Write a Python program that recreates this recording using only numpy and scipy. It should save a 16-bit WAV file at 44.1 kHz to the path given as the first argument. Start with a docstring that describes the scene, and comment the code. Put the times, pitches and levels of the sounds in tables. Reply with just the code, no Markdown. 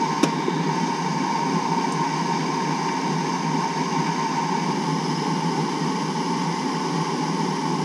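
"""A shop vacuum runs steadily and sucks water from an open pipe in a wall.
Shaped noise makes the tank's roar, the hose's hiss and breathy whistles; noise and wavering tones make the whine.
A worker knocks with pliers, clicks their jaws and leans in, which changes the colour of whine and hiss.
Thuds are decaying sines, the clack is noise bursts with a room tail, the clicks are ringing steel modes."""
import sys
import numpy as np
from scipy import signal
from scipy.fft import rfft, irfft, next_fast_len
from scipy.io import wavfile
from scipy.ndimage import map_coordinates

SR = 44100
rng = np.random.default_rng(int(sys.argv[2]) if len(sys.argv) > 2 else 0)


def file_out(sig):
    """Save sig as 16-bit WAV at sys.argv[1]."""
    # one column per channel
    cols = np.atleast_2d(sig).T
    # limit, then scale
    lim = np.clip(cols, -1, 1)
    pcm = np.round(lim * 32767).astype(np.int16)
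    wavfile.write(sys.argv[1], SR, pcm)


N = 345744
TIME_S = np.arange(N) / SR
TOP_HZ = 15200
DRIFT_DB, DRIFT_KNOTS_PER_S = 0.24, 2.99  # slow chance swings of the suction

# Worker's posture. Each row: time in seconds, lean from 0 (upright) to 1 (leaning in).
LEAN_POINTS = [(0, 0), (.45, .45), (.8, 0.085), (4.55, 0.11), (4.85, 0.95), (7.84, 0.9)]
# An arm crosses before the nozzle. Each row: time in seconds, cover from 0 to 1.
ARM_COVER_POINTS = [(0, 0.1), (.33, 0.3), (.48, 0.6), (.62, 0.6), (.76, 0.13), (7.84, 0)]
# The arm's filter on the hiss. Each row: frequency in Hz, gain in dB.
ARM_RESPONSE = [(1200, 2), (1800, 5), (3000, -3), (3650, 9.5), (4400, -2), (5400, -11), (6700, -5),
                (7400, 1), (11000, 0)]
# Small room's decay. Each row: frequency in Hz, t60 in seconds.
ROOM_T60 = [(150, 0.27), (500, 0.3), (2000, 0.25), (10000, 0.092)]
# A hand or tool bumps the wall and floor. 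Each row: start in seconds, relative level in dB, pitch in Hz.
THUD_EVENTS = [(.2300, -6, 281), (0.4798, -12.5, 364), (3.546, -15, 277)]
# The steel jaws chatter. Each row: start in seconds, relative level in dB.
CLACK_EVENTS = [(0.2302, -16), (0.2361, -17), (0.239, -19)]
# Colour of steel jaws meeting. Each row: frequency in Hz, relative density in dB per Hz.
CLACK_SPECTRUM = [(200, -1), (470, 10), (1200, 1.5), (2000, -6), (2600, 1), (3300, -7), (3700, -2),
                  (4400, -10), (5150, 0), (6500, -5), (8500, -16), (10000, -9), (11800, -29), (15000, -26)]
# Light touches on the pliers. Each row: time in seconds, relative level in dB.
CLICK_EVENTS = [(1.9212, -30), (5.52, -46), (5.84, -50)]
# Ringing modes of the pliers. Each row: frequency in Hz, relative level in dB, t60 in seconds.
STEEL_MODES = [(7300, 5, .05), (8360, -6, .14), (8570, -6, .08), (9120, -2, 0.12), (9421, -9, .06),
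               (11400, -18, .05), (12600, -20, .05)]
# Colour of a click's tick. Each row: frequency in Hz, relative density in dB per Hz.
TICK_SPECTRUM = [(3000, -30), (6700, 3), (9200, -2), (10500, -15), (15000, -26)]
# Breathy whistles at the nozzle. Each row: start and end in seconds, start and end pitch in Hz,
# bandwidth in Hz, level ahead of the duct in dB.
WHISTLE_BANDS = [(4.65, 7.9, 9990, 9800, 280, -64), (5.7, 7.9, 9930, 9800, 180, -68),
                 (5.95, 7.9, 9080, 9220, 350, -62.5), (4.7, 7.9, 10280, 10260, 220, -71),
                 (0.79, 7.9, 9150, 9150, 420, -66), (4.65, 5.9, 9150, 9150, 380, -66),
                 (4.9, 5.4, 5150, 5130, 120, -46.5)]
# Motor's fan. Each row: frequency in Hz, relative density in dB per Hz.
WHINE_SPECTRUM = [(400, -104.9), (620, -74.5), (740, -67), (800, -64.5), (900, -62.5), (1080, -70.0),
                  (1190, -86), (1600, -117.0)]
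# Resonances of motor housing and exhaust. Each row: centre in Hz, width in Hz, dB upright, dB leaning.
HOUSING_MODES = [(791, 37, 4.5, 6.5), (866, 30, 1, 11.5), (921.5, 83, 12.5, 9), (1058.5, 94, 11.5, 12),
                 (1128, 54, -0.5, 9.5), (1506, 54, 10.5, 8.5), (1597, 33, 8.5, 4.5), (1690, 79, 9, 4),
                 (1738, 28, 8.5, 7), (1887, 29, 11.5, 11), (1947, 50, 9, 8), (2055, 39, 7, 10),
                 (2282, 264, 9.5, 5)]
# Wavering tones in the whine. Each row: pitch in Hz, waver in Hz, relative dB upright, relative dB leaning.
WHINE_TONES = [(921, 17, -7.5, -18.5), (1488, 5.1, -26.5, -24), (1895, 9, -31, -28)]
# Air in the tank. Each row: frequency in Hz, relative density in dB per Hz.
ROAR_SPECTRUM = [(20, -96.7), (50, -91), (80, -88.5), (110, -84), (135, -68), (155, -43.5), (175, -46.5),
                 (215, -52.5), (265, -48.5), (320, -55.5), (380, -52), (470, -60.5), (600, -71),
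                 (1000, -112.0)]
# Air rushing into the hose. Each row: frequency in Hz, relative density in dB per Hz.
HISS_SPECTRUM = [(700, -106.7), (1200, -73.5), (1700, -79), (2300, -76), (2600, -84), (4200, -81.5),
                 (5000, -79), (6300, -75.5), (7000, -86.5), (8500, -91), (10500, -94), (11500, -105.2),
                 (14000, -107.9), (15000, -123.8)]
# Resonances and notches of the nozzle before the wall. Each row: centre in Hz, width in Hz,
# dB upright, dB leaning.
NOZZLE_MODES = [(2500, 55, 4, -3), (2713, 94, 4.5, -1.5), (2810, 222, 11, 12), (3080, 170, 7.5, 10.5),
                (3304, 51, 8.5, -9.6), (3350, 180, -2, 7), (3683, 200, 7, 2), (3790, 67, -8, 0),
                (4184, 72, 6, 6.5), (4797, 310, 9.5, 5.5), (5120, 240, 3.5, 9), (5350, 121, 2, -3.5),
                (5534, 370, 7, 7), (5710, 160, -7.5, -3), (6130, 170, 5.5, -0.5), (6510, 140, 5.5, 0),
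                (7430, 130, 4.5, 4), (7800, 66, -1.1, 4), (8340, 131, 4.3, -5), (9460, 171, -3.2, -2)]
# Slugs of water entering the hose. Each row: time in seconds, relative level in dB.
SLURP_EVENTS = [(.635, -35), (2.89, -30), (4.598, -35), (5.65, -34)]
# Standing waves between vacuum and wall. Each row: centre in Hz, width in Hz, gain in dB.
DUCT_MODES = [(585, 19.5, -8.5), (608, 26, 5), (635, 26, -3.5), (1180, 28, .5), (1295, 17, -2.5),
              (1366, 21, -4), (1440, 27, -2), (1618, 26, 3), (1680, 28, 3), (1815, 28, 7.5),
              (1846, 22, -4.5), (1995, 24, -4), (2086, 20, -5.5)]
# Flow levels ahead of the duct. Each: dB upright, change in dB when leaning, change in dB behind the arm.
ROAR_LEVELS_DB = (-26.5, 0.53, -1)
WHINE_LEVELS_DB = (-26.5, -3.5, -3)
HISS_LEVELS_DB = (-34, -1, -1.6)
SPRAY_LEVELS_DB = (-55, 0.3, -6)


def amp(db):
    """Gain of a level in dB."""
    return 10 ** (np.asarray(db) / 20)


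def unit(x):
    """x at rms 1."""
    return x / np.sqrt(np.mean(x ** 2) + 1e-20)


def along(points, hz):
    """(Hz, value) points read on a log frequency axis."""
    point_hz, values = np.transpose(points)
    return np.interp(np.log(hz + 1), np.log(point_hz + 1), values)


def curve(points):
    """(seconds, value) points as one value per sample, held to 0-1."""
    point_s, values = np.transpose(points)
    return np.clip(np.interp(TIME_S, point_s, values), 0, 1)


def wobble(knots_per_s):
    """A smooth random curve through normal knots."""
    knots = rng.standard_normal(int(N * knots_per_s / SR) + 4)
    return map_coordinates(knots, [TIME_S * knots_per_s])


def filtered(x, response):
    """x times a zero-phase response of frequency."""
    size = next_fast_len(N + SR // 2)
    spectrum = rfft(x, size) * response(np.fft.rfftfreq(size, 1 / SR))
    return irfft(spectrum, size)[:N]


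def noise(spectrum):
    """Noise of rms 1 with the given colour."""
    return unit(filtered(rng.standard_normal(N), lambda hz: amp(along(spectrum, hz))))


def burst(start_s, attack_s, t60_s):
    """An envelope that rises at start_s and dies away, floored 120 dB down."""
    age_s = np.maximum(TIME_S - start_s, 0)
    decay = amp(-60 * np.minimum(age_s / t60_s, 2))
    return (1 - np.exp(-age_s / attack_s)) * decay


def bells(hz, centre_hz, width_hz):
    """Shapes of resonances, one column each, 1 at the centre."""
    return 1 / (1 + (2 * (hz[:, None] - centre_hz) / width_hz) ** 2)


def resonate(x, modes):
    """x through resonances, crossfaded by posture between two versions of rms 1."""
    lean = curve(LEAN_POINTS)
    centre_hz, width_hz, *postures_db = np.transpose(modes)
    upright, leaning = [unit(filtered(x, lambda hz: amp(bells(hz, centre_hz, width_hz) @ db)))
                        for db in postures_db]
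    return (1 - lean) * upright + lean * leaning


def level(upright_db, leaning_db, covered_db):
    """A steady level in dB, shifted by the worker's body and arm, with a slight drift."""
    shift_db = leaning_db * curve(LEAN_POINTS) + covered_db * curve(ARM_COVER_POINTS)
    return upright_db + shift_db + DRIFT_DB * wobble(DRIFT_KNOTS_PER_S)


def room(x):
    """The small room's tail: noise in which each frequency dies at its own speed."""
    hz, t_s, bins = signal.stft(rng.standard_normal(SR // 2), SR, nperseg=256)
    decay = amp(-60 * t_s / along(ROOM_T60, hz)[:, None])
    tail = signal.istft(bins * decay, SR, nperseg=256)[1]
    return signal.fftconvolve(x, tail / np.linalg.norm(tail))[:N]


def reflected(x, echo_db, far_s, count=12):
    """Wall, floor and body send back weak early copies that ripple the spectrum."""
    delays_s = rng.uniform(far_s / 10, far_s, count)
    signs = rng.choice([-1, 1], count)
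    taps = np.bincount(np.round(delays_s * SR).astype(int), signs / np.sqrt(count))
    return x + amp(echo_db) * signal.fftconvolve(x, taps)[:N]


def thuds(rise_s=0.0042, boom_hz=161, boom_db=-11, boom_t60_s=0.54):
    """Each bump is a short swelling sine; the wall panel booms on after it."""
    out = np.zeros(N)
    for start_s, db, hz in THUD_EVENTS:
        age_s = np.maximum(TIME_S - start_s, 0)
        swell = (age_s / rise_s * np.exp(1 - age_s / rise_s)) ** 2
        push = swell * np.sin(2 * np.pi * hz * age_s)
        boom_envelope = amp(boom_db) * burst(start_s, attack_s=0.013, t60_s=boom_t60_s)
        boom = boom_envelope * np.sin(2 * np.pi * boom_hz * age_s)
        out += amp(db) * (push + boom)
    return out


def knocks(clack_t60_s=0.028, room_db=-9, low_hz=130):
    """Hollow thuds, and the noisy clack of the pliers, which the room scatters."""
    envelope = sum(amp(db) * burst(start_s, attack_s=0.00025, t60_s=clack_t60_s)
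                   for start_s, db in CLACK_EVENTS)
    clack = noise(CLACK_SPECTRUM) * envelope
    # the knocks carry almost nothing below low_hz
    low_cut = signal.butter(5, low_hz, "highpass", fs=SR, output="sos")
    return signal.sosfilt(low_cut, thuds() + clack + amp(room_db) * room(clack))


def clicks(tick_db=3, ring_db=-11):
    """A light touch ticks as a noise burst and leaves the pliers' steel modes ringing thinly."""
    touches = np.zeros(N)
    for touch_s, db in CLICK_EVENTS:
        touches[round(touch_s * SR)] = amp(db)
    ring = np.zeros(N)
    for hz, db, t60_s in STEEL_MODES:
        ring += amp(db + ring_db) * burst(0, attack_s=.0005, t60_s=t60_s) * np.sin(2 * np.pi * hz * TIME_S)
    tick = amp(tick_db) * burst(0, attack_s=.002, t60_s=.02) * noise(TICK_SPECTRUM)
    return signal.fftconvolve(touches, ring + tick)[:N]


def whistles(fade_s=0.19, waver_db=1):
    """Narrow bands of air noise come and go and drift as the nozzle shifts."""
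    out = np.zeros(N)
    for start_s, end_s, start_hz, end_hz, width_hz, db in WHISTLE_BANDS:
        band = unit(filtered(rng.standard_normal(N), lambda hz: 1 / (1 + (2 * hz / width_hz) ** 4)))
        pitch_hz = np.interp(TIME_S, [start_s, end_s], [start_hz, end_hz])
        carrier = np.sin(2 * np.pi * np.cumsum(pitch_hz) / SR)
        gate = np.clip(np.minimum(TIME_S - start_s, end_s - TIME_S) / fade_s + .5, 0, 1)
        out += amp(db + waver_db * wobble(2.92)) * gate * unit(band * carrier)
    return out


def hose(level_db, spray_db, sputter_db=0.3, spit_db=0.64, split_hz=7200):
    """Air hisses into the nozzle; random flutter gives droplets' sputter, bursts give slurping slugs."""
    modes = list(HOUSING_MODES) + list(NOZZLE_MODES)
    air = reflected(resonate(noise(HISS_SPECTRUM), modes), echo_db=-13.5, far_s=.008)
    cover = curve(ARM_COVER_POINTS)
    behind_arm = filtered(air, lambda hz: amp(along(ARM_RESPONSE, hz)))
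    air = (1 - cover) * air + cover * behind_arm
    spray = filtered(air, lambda hz: 1 - 1 / (1 + (hz / split_hz) ** 16))  # above split_hz
    sputter = amp(sputter_db * wobble(30) + spit_db * wobble(260))
    slugs = sum(amp(db) * burst(slurp_s - .002, attack_s=0.0014, t60_s=0.033)
                for slurp_s, db in SLURP_EVENTS)
    rush = (amp(level_db) + slugs) * unit(air - spray)
    return sputter * (rush + amp(spray_db) * unit(spray))


def motor(level_db, flutter_db=0.75, swell_db=3):
    """Fan noise drives narrow housing resonances: a hoarse whine with a few wavering tones in it."""
    lean = curve(LEAN_POINTS)
    whine = amp(flutter_db * wobble(19)) * resonate(noise(WHINE_SPECTRUM), HOUSING_MODES)
    for hz, waver_hz, upright_db, leaning_db in WHINE_TONES:
        phase = 2 * np.pi * np.cumsum(hz + waver_hz * wobble(25)) / SR
        tone = unit(amp(swell_db * wobble(20)) * np.sin(phase))
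        whine += amp(upright_db + lean * (leaning_db - upright_db)) * tone
    return amp(level_db) * whine


def tank(level_db, throb_db=0.78):
    """Turbulent air booms in the tank; a random throb stands for the passing water."""
    return amp(level_db + throb_db * wobble(14)) * noise(ROAR_SPECTRUM)


def duct(x):
    """Standing waves between vacuum and wall lift and dip narrow bands."""
    centre_hz, width_hz, db = np.transpose(DUCT_MODES)
    return filtered(x, lambda hz: amp(bells(hz, centre_hz, width_hz) @ db))


def vacuum():
    """Tank, motor, hose and whistles, coloured by the standing waves."""
    roar = tank(level(*ROAR_LEVELS_DB))
    whine = motor(level(*WHINE_LEVELS_DB))
    hiss = hose(level(*HISS_LEVELS_DB), level(*SPRAY_LEVELS_DB))
    return duct(roar + whine + hiss + whistles())


def scene():
    """The vacuum with the pliers close by, one channel."""
    return (knocks() + clicks() + vacuum())[None]


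def record(dry):
    """Nothing passes from TOP_HZ up."""
    return filtered(dry[0], lambda hz: hz < TOP_HZ)[None]


dry = scene()
out = record(dry)
file_out(out)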